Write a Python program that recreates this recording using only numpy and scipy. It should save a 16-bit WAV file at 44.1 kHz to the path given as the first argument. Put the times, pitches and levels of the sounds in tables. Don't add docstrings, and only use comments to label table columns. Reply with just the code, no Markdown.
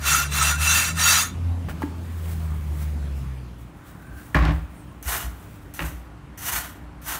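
import sys
import numpy as np
from scipy import signal
from scipy.fft import rfft, irfft
from scipy.io import wavfile
from scipy.ndimage import uniform_filter1d

SR = 44100
rng = np.random.default_rng(int(sys.argv[2]) if len(sys.argv) > 2 else 0)


def output_pcm(signal):
    pcm = np.clip(np.atleast_2d(signal).T, -1, 1) * 32767
    wavfile.write(sys.argv[1], SR, np.round(pcm).astype(np.int16))


N = 317079
TIME = np.arange(N) / SR


def amp(db):
    return 10 ** (np.asarray(db) / 20)


def unit_level(x):
    return x / np.sqrt(np.mean(x ** 2) + 1e-20)


def look_up(points, hz):
    f, value = np.transpose(points)
    return np.interp(np.log(hz + 1), np.log(f + 1), value)


def curves(rows):
    times, *columns = np.transpose(rows)
    t = np.arange(times[0], times[-1], 1 / SR)
    return [t] + [np.interp(t, times, column) for column in columns]


def add(mix, start, sound):
    part = mix[round(start * SR):][:len(sound)]
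    part += sound[:len(part)]


def colour(x, spectrum):
    gain = amp(look_up(spectrum, np.fft.rfftfreq(len(x), 1 / SR)))
    return unit_level(irfft(rfft(x) * gain, len(x)))


def resonate(x, hz, width):
    spin = np.exp(2j * np.pi * np.cumsum(hz * np.ones(len(x))) / SR)
    decay = np.exp(-np.pi * width / SR)
    return 2 * (spin * signal.lfilter([1 - decay], [1, -decay], x / spin)).real


def wander(length, per_s):
    size = max(int(SR / per_s), 2)
    return unit_level(uniform_filter1d(uniform_filter1d(rng.standard_normal(length), size), size))


def grit(length, spread_db, flicker_db, per_s):
    grain_db = spread_db * np.minimum(rng.exponential(1, length), 4)
    sizes = amp(grain_db + flicker_db * wander(length, per_s))
    return unit_level(rng.standard_normal(length) * sizes)


def tilt(x, treble_db):
    low = signal.sosfilt(signal.butter(1, 4000, fs=SR, output="sos"), x)
    return (low + amp(treble_db) * (x - low)) / np.sqrt((1 + amp(2 * treble_db)) / 2)


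def stone_on_tile():
    # start/s, length/s, place of hardest push/0-1, push level/dB, start level/dB, treble/dB
    rubs = [(0.0, 0.2813, 0.36, -17.5, -42, 1.5), (0.289, 0.2972, 0.57, -18, -40.5, 0),
            (0.567, 0.37, 0.45, -17, -39, 3.5), (0.94, 0.35, 0.48, -14.5, -40, 3)]
    tile_hz = [1150, 1280, 1407, 1547, 1800, 2250, 2696, 3225, 3572, 3962, 4243, 4560, 4865, 5454, 5808,
               6015, 6285, 6780, 6925, 7445, 8215, 9190, 9640, 10200, 11150, 12400, 12800, 13600, 15100]
    # twice its width/Hz, relative level/dB
    tile_tones = [(49.1, -20.5), (50, -2.5), (68, -3.5), (50, -3), (80, -9), (80, -8.5), (72, -1),
                  (70, -11), (66, -8), (60.4, -5), (40, -16), (75, -10.5), (70, -14), (50, -9),
                  (90.7, -6.5), (45, -5), (45, -6.5), (60, -3.5), (60, -10.5), (26, -5), (139, -12.5),
                  (100, -8), (82, -14.5), (50, -27.5), (170, -14.5), (60, -15), (90, -16.5), (240, -16.5),
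                  (230, -19.5)]
    # f/Hz, relative level/dB
    grit_spectrum = [(210, -55.5), (350, -27), (1120, -4.5), (1380, -5), (2350, -6.5), (2750, -13.5),
                     (3030, -9.5), (4110, -10), (5140, -14.5), (6850, -9), (16000, -20.5)]
    bite_db_per_s, ease_db_per_s, lift_db_per_s, end_db = 327, 51, 292, -40.5
    t = TIME[:round(1.45 * SR)]
    start, length, place, push_db, start_db, bright_db = np.transpose(rubs)[:, :, None]
    bite_db = start_db + bite_db_per_s * (t - start)
    middle_db = push_db - ease_db_per_s * abs(t - start - place * length)
    lift_db = end_db + lift_db_per_s * (start + length - t)
    strokes_db = np.minimum(middle_db, np.minimum(bite_db, lift_db))
    level_db, stroke = strokes_db.max(0), strokes_db.argmax(0)
    dulling_db = 0.24 * np.maximum(level_db - push_db, -40)
    treble_db = (bright_db + dulling_db)[stroke, np.arange(len(t))]
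    grip_db = 1.4 * rng.standard_normal((len(tile_tones), len(rubs)))
    grains = grit(len(t), spread_db=0.5, flicker_db=1.0, per_s=163)
    out = amp(level_db - 4.5) * colour(grains, grit_spectrum)
    for k, (hz, (double_width, db)) in enumerate(zip(tile_hz, tile_tones)):
        swing_db = 4.2 * wander(len(t), 34)
        bend = 1 + 0.0049 * wander(len(t), 9.5)
        drive = amp(level_db + swing_db + grip_db[k, stroke]) * grains
        width = double_width / 2
        size = np.sqrt(np.mean(resonate(grains, hz, width) ** 2) / double_width)
        out += (-1) ** k * amp(db - 29) * resonate(drive, hz * bend, width) / size
    return np.pad(tilt(out, treble_db), (0, N - len(t)))


def engine():
    # t/s, firing rate/Hz, first tone/dB, second tone/dB
    drone = [(0.0, 72.0, -35, -39), (0.05, 71.8, -32.5, -41.5), (0.31, 71.7, -29, -33.5),
             (0.62, 76.7, -24, -36), (0.82, 82.34, -33.5, -44.5), (0.95, 81.4, -27.5, -35),
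             (1.3, 85.6, -37.5, -44.5), (1.47, 85.62, -20.5, -41), (1.61, 86.5, -29, -61),
             (1.7, 81.6, -36, -46), (1.75, 81.1, -33, -35.5), (2.04, 84.4, -32, -50), (2.4, 80.6, -26, -37),
             (2.62, 75.0, -26.5, -40.5), (2.87, 75.0, -26, -36), (2.97, 73.6, -26, -45.5),
             (3.33, 64.16, -29, -34.5), (3.52, 60.77, -42.5, -47), (3.78, 58.5, -49, -44),
             (3.8, 58.7, -39, -67)]
    exhaust_hz, exhaust_width_hz = 260, 10
    t, hz, first_db, second_db = curves(drone)
    turns = np.cumsum(hz * (1 + 0.0041 * wander(len(t), 13))) / SR
    off_pitch = (3 * hz - exhaust_hz) / exhaust_width_hz
    third_db = -43 - 20 * np.log10(1 + off_pitch ** 2) + 2.5 * wander(len(t), 5.8)
    out = np.zeros(len(t))
    for multiple, db in enumerate([first_db, second_db, third_db], 1):
        level = np.sqrt(2) * amp(db + 0.79 * wander(len(t), 23))
        out += level * np.sin(2 * np.pi * (multiple * turns + rng.random()))
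    fade_out = np.clip((t[-1] - t) / 0.17, 0, 1)
    return np.pad(out * fade_out, (0, N - len(t)))


def air(spectrum, db, patchy_db):
    frames, hz = N // 512 + 5, np.fft.rfftfreq(2048, 1 / SR)
    real, imag, patches = rng.standard_normal((frames, len(hz), 3)).T
    patches = uniform_filter1d(patches, size=20, axis=0)
    patches = unit_level(uniform_filter1d(patches, size=8, axis=1))
    spectra = (real + 1j * imag) * amp(look_up(spectrum, hz)[:, None] + patchy_db * patches)
    return amp(db) * unit_level(signal.istft(spectra, nperseg=2048, noverlap=1536)[1][:N])


def yard_air():
    # f/Hz, relative level/dB
    spectrum = [(12, -48.5), (20, -25), (32, -17.5), (55, -5.5), (81, -12), (98, -14), (120, -11.5),
                (158, -12), (446, -29), (1030, -31.5), (1400, -35), (2320, -39), (4940, -48),
                (11400, -52.5), (16000, -60.5)]
    return air(spectrum, db=-36.5, patchy_db=2.0)


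def hiss_swells():
    # peak t/s, level/dB, time to rise 20 dB/s, time to fall 20 dB/s
    swishes = [(1.7, -40.5, 0.026, 0.056), (1.82, -43, 0.022, 0.055), (2.32, -42, 0.24, 0.11),
               (2.55, -51, 1.19, 0.99), (2.82, -40.5, .12, .11), (3.17, -52, .04, 0.17),
               (3.61, -53.5, 0.058, .1), (3.77, -59, .04, 0.053), (3.88, -49.5, 0.068, .08),
               (4.0, -57, .2, 0.58), (4.18, -47, .06, 0.38), (4.36, -51, .02, 0.16),
               (4.555, -53.5, 0.067, .08), (4.75, -58.5, .5, 0.66), (5.4, -49, 0.26, 0.57)]
    # f/Hz, relative level/dB
    spectrum = [(1470, 2.5), (2500, -2), (3080, -4), (4840, -8), (8940, -2.5), (10400, -5.5), (11100, -2.5),
                (14200, -4), (16000, 3)]
    swells = sum(amp(db - 20 * np.maximum((peak - TIME) / rise, (TIME - peak) / fall))
                 for peak, db, rise, fall in swishes)
    return swells * colour(grit(N, spread_db=3.0, flicker_db=1.3, per_s=60), spectrum)


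def bench_knocks():
    # t/s, ring level/dB, f/Hz, time to fall 60 dB/s, relative scuff level/dB
    knocks = [(1.685, -35.5, 577, .08, -24), (1.696, -29.5, 1419, 0.031, -28),
              (1.71, -47, 1470, 0.044, -31), (1.82, -23, 883, 0.057, -26.5), (1.829, -31, 1636, 0.04, -29),
              (1.835, -18.5, 288.4, 0.15, -45.), (2.519, -40, 1235, 0.061, -51)]
    out, t = np.zeros(N), np.arange(8000) / SR
    for start, db, hz, ring_s, scuff_db in knocks:
        partner = 0.51 * np.sin(2 * np.pi * hz * 1.13 * t) * amp(-60 * t / 0.23)
        ring = amp(db - 60 * t / ring_s) * (np.sin(2 * np.pi * hz * t) + partner)
        noise = unit_level(resonate(resonate(rng.standard_normal(len(t)), 890, 1500), 930, 2750))
        scuff = 0.476 * amp(scuff_db - 60 * t / 0.064) * noise
        add(out, start, np.minimum(t * hz / 0.59, 1) * (ring + scuff))
    return out


def reverb(x):
    # f/Hz, time to fall 60 dB/s
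    echo_times = [(100, 0.58), (500, 0.71), (2000, 0.41), (4000, 0.37), (8000, 0.103)]
    hz, t, spectra = signal.stft(rng.standard_normal(SR // 2), SR, nperseg=256)
    decay = amp(-60 * t / look_up(echo_times, hz)[:, None])
    tail = signal.istft(spectra * decay, SR, nperseg=256)[1]
    return signal.fftconvolve(x, tail / np.linalg.norm(tail))[:N]


def room_air_and_hum():
    # f/Hz, level/dB
    tones = [(59.2, -46.5), (177.6, -58), (296.1, -54.5)]
    # f/Hz, relative level/dB
    spectrum = [(25, -12), (55, -1), (95, -3), (134, -6), (221, -12.5), (295, -13.5), (450, -23),
                (800, -22.5), (1300, -24), (2200, -31.5), (3500, -38.5), (5000, -45.5), (9000, -47.5),
                (16000, -57)]
    hum = sum(np.sqrt(2) * amp(db) * np.sin(2 * np.pi * (hz * TIME + rng.random())) for hz, db in tones)
    return hum + air(spectrum, db=-41.5, patchy_db=1.16)


def whirr():
    # t/s, f/Hz, level/dB
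    course = [(3.8, 1500, -61), (3.95, 1555, -63), (4.2, 1567, -49.5), (4.3, 1560, -65)]
    out = np.zeros(N)
    t, hz, db = curves(course)
    band = resonate(resonate(rng.standard_normal(len(t)), hz, 148), hz, 173)
    add(out, t[0], amp(db) * unit_level(band))
    return out


def chirps():
    # start/s, length/s, level at the middle/dB
    whistles = [(3.86, .14, -72), (4.03, .1, -66), (4.174, 0.15, -69), (4.486, 0.123, -65),
                (4.698, .18, -60.5), (4.847, .11, -67)]
    start_hz, fall_hz_per_s = 9700, 8900
    out = np.zeros(N)
    for start, length, db in whistles:
        t = np.arange(0, length, 1 / SR)
        band = resonate(rng.standard_normal(len(t)), start_hz - fall_hz_per_s * t, width=550)
        add(out, start, amp(db) * unit_level(band) * np.hanning(len(t)))
    return out


def hard_clacks():
    # t/s, ring peak/dB, f/Hz, width/Hz, level of the bare shock/dB
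    clacks = [(4.3452, -9.5, 1590, 610, -21.5), (4.451, -20.5, 2210, 2000, -58),
              (4.481, -29, 1590, 900, -64), (5.792, -17.5, 1870, 800, -60.), (5.803, -22.5, 2500, 800, -59),
              (5.822, -22, 1490, 700, -60.)]
    out, t = np.zeros(N), np.arange(2000) / SR
    for start, db, hz, width, shock_db in clacks:
        shock = rng.standard_normal(len(t)) * amp(-60 * t / 0.012) * np.minimum(t / 0.002, 1)
        ring = resonate(resonate(shock, hz, width), hz, 2 * width)
        add(out, start, amp(db) * ring / abs(ring).max() + amp(shock_db) * shock)
    return out


def slab_clatter():
    # start/s, first bounce/dB, rattle level/dB, rattle length/s
    rattles = [(4.345, -17.5, -27.5, 0.14), (5.789, -31, -35.5, 0.042)]
    # f/Hz, relative level/dB
    spectrum = [(180, -28), (300, -2.5), (462, -22), (583, -10), (649, -18.5), (769, -9.5), (970, -15.5),
                (1110, -8), (1260, -14), (1720, -15), (2200, -19), (6000, -40), (12000, -57),
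                (16000, -57.5)]
    bounce_db_per_s, settle_db_per_s = 169, 153
    out, t = np.zeros(N), np.arange(SR // 2) / SR
    for start, first_db, rattle_db, length in rattles:
        settling_db = rattle_db - settle_db_per_s * np.maximum(t - length, 0)
        level_db = np.maximum(first_db - bounce_db_per_s * t, settling_db)
        bounces = colour(grit(len(t), spread_db=2.5, flicker_db=1.5, per_s=250), spectrum)
        add(out, start, amp(level_db) * bounces * np.minimum(t / 0.0054, 1))
    return out


def floor_thuds():
    # t/s, level/dB, hardness/dB per octave
    thuds = [(4.347, -15.5, 3), (4.375, -14.5, 0), (4.414, -17, 2), (4.453, -28, 2.5), (4.481, -17.5, 2.5),
             (4.562, -23, -5), (5.055, -28.5, -23), (5.235, -28, -23), (5.798, -31, 2.5), (5.821, -26, 0),
             (5.929, -32, -14), (6.027, -46, 2), (6.521, -39, -10), (6.821, -37, -1.5), (7.039, -45, -11)]
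    # f/Hz, relative level/dB, time to fall 60 dB/s
    boards = [(58.3, 6.5, 0.32), (72.4, -4, 0.48), (102.4, -5.5, 0.307), (158, -0.5, 0.28),
              (202, -10, 0.123), (294, -9.5, 0.19), (350, -22.5, 0.16), (620, -23.5, 0.3)]
    out, t = np.zeros(N), np.arange(SR // 2) / SR
    swell = 1 - np.exp(-t / 0.0085)
    for start, level_db, hardness in thuds:
        for hz, db, ring_s in boards:
            level = amp(level_db + db + hardness * np.log2(hz / 65) - 60 * t / ring_s)
            add(out, start, swell * level * np.sin(2 * np.pi * (hz * t + 0.49 * rng.random())))
    return out


def wiping():
    # first touch/s, relative tick level/dB, resting level/dB, wait/s, rise/s, hold/s,
    # drag level/dB, treble/dB
    strokes = [(5.0268, -20, -37.5, 0.025, 0.029, 0.075, -26, 6),
               (5.739, -24, -39.5, 0.059, 0.02, .05, -37.5, 10),
               (6.375, -34, -40, 0.0023, 0.095, 0.099, -26, 7.5),
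               (7.016, -38, -46.5, .004, 0.061, 0.057, -29.5, 4.5)]
    # f/Hz, relative level/dB
    spectrum = [(180, -43), (300, -24.5), (372, -5), (519, -14.5), (700, -2.5), (930, 0.5), (1480, 3),
                (1660, -1), (1930, 3.5), (2250, -4), (4830, -13), (6000, -8), (10400, -7.5), (13100, -4),
                (16000, -8)]
    # f/Hz, width/Hz, relative level/dB
    surface_tones = [(860, 970, 5), (1610, 570, -25), (1840, 73, -27), (2440, 37, -13), (2900, 93, 7),
                     (3210, 84, 6.5), (4080, 140, -12), (4400, 72, 5), (4940, 19, -38), (5700, 250, -2),
                     (6350, 100, 2), (6030, 220, 1)]
    rest_sag_db_per_s, release_db_per_s, dulling_db_per_s = 100, 155, 12
    out, t = np.zeros(N), np.arange(SR // 2) / SR
    tick_t, onset = t[:600], np.minimum(t / 0.0022, 1)
    for start, tick_db, rest_db, wait, rise, hold, drag_db, treble_db in strokes:
        push = np.clip((t - wait) / rise, 0, 1)
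        release_db = release_db_per_s * np.maximum(t - wait - rise - hold, 0)
        level_db = (rest_db - rest_sag_db_per_s * t) * (1 - push) + drag_db * push - release_db
        grains = grit(len(t), spread_db=2.5, flicker_db=1.6, per_s=72)
        rasp = np.zeros(len(t))
        for hz, width, db in surface_tones:
            level = amp(db + 6.1 * wander(len(t), 29)) * np.sqrt(width)
            rasp += level * unit_level(resonate(grains, hz, width))
        drag = unit_level(colour(grains, spectrum) + amp(-12) * unit_level(rasp))
        add(out, start, onset * amp(level_db) * tilt(drag, treble_db - dulling_db_per_s * t))
        bright_noise = np.diff(rng.standard_normal(len(tick_t) + 1))
        add(out, start, 0.27 * amp(tick_db - 60 * tick_t / 0.011) * bright_noise)
    return out


def scene():
    fade_start_s, fade_end_s = 3.22, 3.8
    inside = np.clip((TIME - fade_start_s) / (fade_end_s - fade_start_s), 0, 1)
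    clacks, knocks, wipes = hard_clacks(), bench_knocks(), wiping()
    porch = stone_on_tile() + engine() + knocks + amp(-13) * reverb(knocks) + (1 - inside) * yard_air()
    room_echo = reverb(amp(-7.5) * clacks + amp(-10.5) * wipes)
    room = clacks + slab_clatter() + floor_thuds() + wipes + room_echo + inside * room_air_and_hum()
    return (porch + room + hiss_swells() + whirr() + chirps())[None]


def record(dry):
    low_cut_hz, high_cut_hz = 54.8, 15730
    thin = signal.sosfilt(signal.butter(3, low_cut_hz, "high", fs=SR, output="sos"), dry)
    treble_cut = signal.firwin(1023, high_cut_hz, window=("kaiser", 9), fs=SR)
    return signal.oaconvolve(thin, treble_cut[None], "same")


dry = scene()
out = record(dry)
output_pcm(out)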